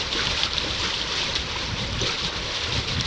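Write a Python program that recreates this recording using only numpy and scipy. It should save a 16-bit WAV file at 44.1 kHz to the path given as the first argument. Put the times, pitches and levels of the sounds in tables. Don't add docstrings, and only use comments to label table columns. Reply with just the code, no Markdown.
import sys
import numpy as np
from scipy.fft import rfft, irfft, next_fast_len
from scipy.io import wavfile
from scipy.ndimage import map_coordinates

SR = 44100
rng = np.random.default_rng(int(sys.argv[2]) if len(sys.argv) > 2 else 0)


def materialize(psi):
    bounded = np.clip(np.atleast_2d(psi).T, -1, 1)
    quanta = np.round(bounded * 32767).astype(np.int16)
    wavfile.write(sys.argv[1], SR, quanta)


N = 134946
T = np.arange(N) / SR

# (time [s], level [dB])
SPLASH_LEVELS = [(0.0, -27.5), (0.06, -30.5), (0.12, -29), (0.26, -27), (0.3, -27.5), (0.46, -27),
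                 (0.5, -30.5), (0.56, -31), (0.7, -28.5), (0.78, -28), (0.84, -25.5), (0.94, -28.5),
                 (1.06, -29.5), (1.1, -30), (1.16, -27), (1.26, -27.5), (1.34, -30.5), (1.37, -28.5),
                 (1.4, -31.5), (1.46, -32), (1.64, -29.5), (1.7, -33.5), (1.77, -31), (1.83, -31.5),
                 (1.89, -32.5), (2.02, -30), (2.09, -26.5), (2.16, -29.5), (2.28, -27.5), (2.32, -33),
                 (2.36, -30.5), (2.46, -30.5), (2.58, -28), (2.66, -28.5), (2.72, -29), (2.78, -27.5),
                 (2.86, -31.5), (2.9, -27), (2.98, -32), (3.05, -29.5)]
# (time [s], level [dB])
WIND_LEVELS = [(0.0, -45), (0.06, -38), (0.21, -39.5), (0.25, -32.5), (0.29, -30.5), (0.41, -47.5),
               (0.45, -34.5), (0.5, -38.5), (0.84, -36), (0.92, -40.5), (1.06, -40), (1.16, -41),
               (1.24, -38), (1.28, -40.5), (1.35, -36), (1.43, -33), (1.6, -40), (1.72, -32), (1.77, -35.5),
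               (1.82, -30), (1.88, -36.5), (1.92, -30.5), (1.99, -33.5), (2.04, -32.5), (2.16, -42),
               (2.25, -33), (2.29, -40.5), (2.47, -33), (2.56, -47), (2.62, -38), (2.67, -40.5),
               (2.79, -29), (2.84, -36.5), (2.98, -27.5), (3.05, -36)]
# (time [s], level [dB], pitch [Hz], t60 [s])
DRIP_EVENTS = [(0.1285, -11, 3720, 0.0044), (0.2704, -12.5, 3140, 0.0055), (0.3747, -20, 2470, 0.016),
               (0.4337, -16.5, 3230, 0.0088), (0.4338, -9.5, 3480, 0.005), (0.4575, -16.5, 4600, 0.0064),
               (0.534, -13, 4400, 0.005), (0.5815, -8, 3800, 0.0052), (0.941, -14, 2970, 0.0059),
               (1.0147, -15, 3300, 0.0055), (1.2168, -12, 3120, 0.0034), (1.3547, -12, 4300, 0.0018),
               (1.3597, -13.5, 3500, 0.0054), (2.0141, -15, 6020, 0.015), (2.2669, -24, 3760, 0.0043),
               (2.6383, -15, 3440, 0.0037), (2.9672, -18.5, 3520, 0.012), (3.0102, -14.5, 5330, 0.0026)]
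# (time [s], gulp level [dB], slosh level [dB])
PLUNGE_EVENTS = [(0.144, -31, -27), (.305, -45, -41), (.44, -39, -36.5), (.625, -30.5, -44),
                 (.8, -35, -32.5), (1.09, -31, -31), (1.84, -33, -46), (2.005, -27, -40),
                 (2.28, -31, -35.5), (2.74, -33.5, -57), (2.91, -46, -33.5)]
# (time [s], level [dB], start pitch [Hz])
GLUG_EVENTS = [(.15, -21, 315), (0.162, -18.5, 475), (0.191, -17.5, 1455), (.21, -25.5, 529),
               (0.463, -19.5, 1320), (1.098, -24, 458), (1.555, -20, 951), (1.835, -24.5, 2050),
               (2.021, -24, 476)]
# (time [s], level [dB])
SLAP_EVENTS = [(.4348, -21), (.485, -23), (.5335, -18), (0.568, -16), (0.576, -20), (.643, -18),
               (1.3533, -12), (1.358, -23), (1.3595, -28), (1.3664, -23), (1.634, -23), (1.797, -30),
               (1.93, -15.5), (2.801, -16.5), (3.0095, -10.5)]

# (frequency [Hz], relative density [dB])
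CHURN_SPECTRUM = [(100, -4), (200, 2.5), (320, -5), (400, -4.5), (490, -0.5), (600, -3.5), (710, -12),
                  (950, -0.5), (1400, -1), (1750, -2), (2500, 1), (4000, -4), (6000, 1), (10000, -55.5)]
SPRAY_SPECTRUM = [(700, -48), (1500, -16), (2700, -5.5), (3500, 1.5), (4400, -1), (5000, -4.5), (5700, -7),
                  (6500, -16.5), (7200, -17.5), (8000, -26.5), (8800, -27), (10000, -43.5)]
CURRENT_SPECTRUM = [(59, -23.5), (100, -13), (247, -5), (524, 1), (674, -7.5), (972, -1.5), (1630, -6.5),
                    (3670, -6), (5830, -18), (10000, -66), (13000, -75), (22000, -120)]
RUMBLE_SPECTRUM = [(15, -27), (25, -5), (40, -5), (65, 0.5), (115, -5.5), (190, -12), (300, -23.5),
                   (700, -67)]
BUFFET_SPECTRUM = [(30, -36), (65, -10.5), (110, 2), (180, -6), (260, -10.5), (600, -55.5)]
GULP_SPECTRUM = [(80, -26.5), (180, -5.5), (330, 6), (490, 5.5), (600, 5), (720, -21), (1500, -30)]
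SLOSH_SPECTRUM = [(600, -29), (950, -5.5), (1450, -1), (2200, -1.5), (4000, -19.5), (8000, -41)]
SLAP_SPECTRUM = [(800, -29), (2200, -12), (3400, 7.5), (4500, 1.5), (5800, 0.5), (6800, -18.5), (8500, -21),
                 (10000, -45)]

IMPACT_RISE_S = 0.0003


def amp(db):
    return 10 ** (np.asarray(db) / 20)


def unit(x):
    return x / np.sqrt(np.mean(x ** 2) + 1e-20)


def curve(rows):
    return np.interp(T, *np.transpose(rows))


def wobble(rate_hz):
    return map_coordinates(rng.standard_normal(2048), [T * rate_hz], mode="wrap")


def filtered(x, response):
    size = next_fast_len(N + SR // 2)
    return irfft(rfft(x, size) * response(np.fft.rfftfreq(size, 1 / SR)), size)[:N]


def low_pass(x, cutoff_hz, order):
    return filtered(x, lambda hz: 1 / np.sqrt(1 + (hz / cutoff_hz) ** (2 * order)))


def coloured(x, spectrum):
    knots_hz, db = np.transpose(spectrum)
    return unit(filtered(x, lambda hz: amp(np.interp(np.log(hz + 1), np.log(knots_hz), db))))


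def noise(spectrum):
    return coloured(rng.standard_normal(N), spectrum)


def swell(t, rise_s, t60_s):
    t = np.maximum(t, 0)
    return (1 - np.exp(-t / rise_s)) * np.exp(-np.log(1000) * t / t60_s)


def bubbles(spectrum, count, lo_hz, hi_hz, t60_cycles, glide, wash):
    onset, pitch, rank, life = rng.random((count, 4)).T[:, :, None]
    hz = lo_hz * (hi_hz / lo_hz) ** pitch
    t60_s = t60_cycles * (.5 + life) / hz
    offsets = np.arange(min(int(t60_s.max() * SR), SR // 20))
    t = offsets / SR
    gain = np.maximum(rank, .02) ** -.3 * np.sqrt(hz / hi_hz)
    rings = gain * swell(t, .5 / hz, t60_s) * np.sin(2 * np.pi * hz * t * (1 + glide * t / t60_s))
    positions = (onset * N).astype(int) + offsets
    cloud = np.bincount(positions.ravel(), rings.ravel(), N)[:N]
    rush = low_pass(rng.standard_normal(N), hi_hz, order=1)
    return coloured(np.sqrt(1 - wash) * unit(cloud) + np.sqrt(wash) * unit(rush), spectrum)


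def splashing():
    level_db = curve(SPLASH_LEVELS)
    surge_db = level_db - level_db.mean() + .5 * wobble(34.75)
    churn = bubbles(CHURN_SPECTRUM, 1500, lo_hz=278.8, hi_hz=3104, t60_cycles=87, glide=.057, wash=.62)
    spray = bubbles(SPRAY_SPECTRUM, 7000, lo_hz=1515, hi_hz=8520, t60_cycles=29, glide=.058, wash=.79)
    patter = bubbles(SPRAY_SPECTRUM, 350, lo_hz=1976, hi_hz=8230, t60_cycles=26, glide=.023, wash=.01)
    churn *= amp(-5 + .93 * surge_db + 1.35 * wobble(20))
    spray *= amp(-2 + 1.51 * surge_db + 1.45 * wobble(50.61))
    patter *= amp(-10.5 + .9 * surge_db)
    return amp(level_db.mean()) * (churn + spray + patter)


def current(level_db=-36.5):
    return amp(level_db + .36 * wobble(7.62)) * noise(CURRENT_SPECTRUM)


def wind():
    level_db = curve(WIND_LEVELS)
    gust_db = level_db - level_db.mean() + wobble(24.98)
    rumble = amp(.79 * gust_db) * noise(RUMBLE_SPECTRUM)
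    buffet = amp(-8.5 + 2.3 * gust_db) * noise(BUFFET_SPECTRUM)
    return amp(level_db.mean()) * (rumble + buffet)


def drips(scatter_db=-10):
    out = np.zeros(N)
    fizz = noise(SPRAY_SPECTRUM)
    t = np.arange(SR // 25) / SR
    for start_s, db, hz, t60_s in DRIP_EVENTS:
        start = round(start_s * SR)
        span = slice(start, start + len(t))
        envelope = swell(t, IMPACT_RISE_S, t60_s)
        ring = np.sin(2 * np.pi * hz * t) * envelope / envelope.max()
        scatter = amp(scatter_db) * fizz[span] * swell(t, IMPACT_RISE_S, t60_s=.037)
        out[span] += amp(db) * (ring + scatter)
    return low_pass(out, cutoff_hz=5800, order=5)


def paddles(rise_s=.011, slosh_lag_s=.024):
    gulp = bubbles(GULP_SPECTRUM, 500, lo_hz=162.5, hi_hz=660, t60_cycles=15.8, glide=.21, wash=.49)
    slosh = bubbles(SLOSH_SPECTRUM, 2000, lo_hz=796, hi_hz=3340, t60_cycles=17, glide=.089, wash=.21)
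    out = np.zeros(N)
    for start_s, gulp_db, slosh_db in PLUNGE_EVENTS:
        t = T - start_s
        out += amp(gulp_db) * gulp * swell(t, rise_s, t60_s=.34)
        out += amp(slosh_db) * slosh * swell(t - slosh_lag_s, rise_s, t60_s=.48)
    return out


def glugs(glide_per_s=1.3, waver=.06):
    out = np.zeros(N)
    for start_s, db, start_hz in GLUG_EVENTS:
        t = T - start_s
        pitch_hz = start_hz * (1 + glide_per_s * t + waver * wobble(250))
        ring = np.sin(2 * np.pi * np.cumsum(pitch_hz) / SR)
        out += amp(db) * swell(t, rise_s=.003, t60_s=.057) * ring
    return out


def slaps(spatter_db=-17):
    envelope = np.zeros(N)
    for start_s, db in SLAP_EVENTS:
        crack = swell(T - start_s, IMPACT_RISE_S, t60_s=.0051)
        spatter = amp(spatter_db) * swell(T - start_s, IMPACT_RISE_S, t60_s=.024)
        envelope += amp(db) * (crack + spatter)
    return envelope * noise(SLAP_SPECTRUM)


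def scene():
    wheel = splashing() + paddles() + glugs() + drips() + slaps()
    return (wheel + current() + wind())[None]


def record(dry):
    return low_pass(dry[0], cutoff_hz=10200, order=60)[None]


dry = scene()
out = record(dry)
materialize(out)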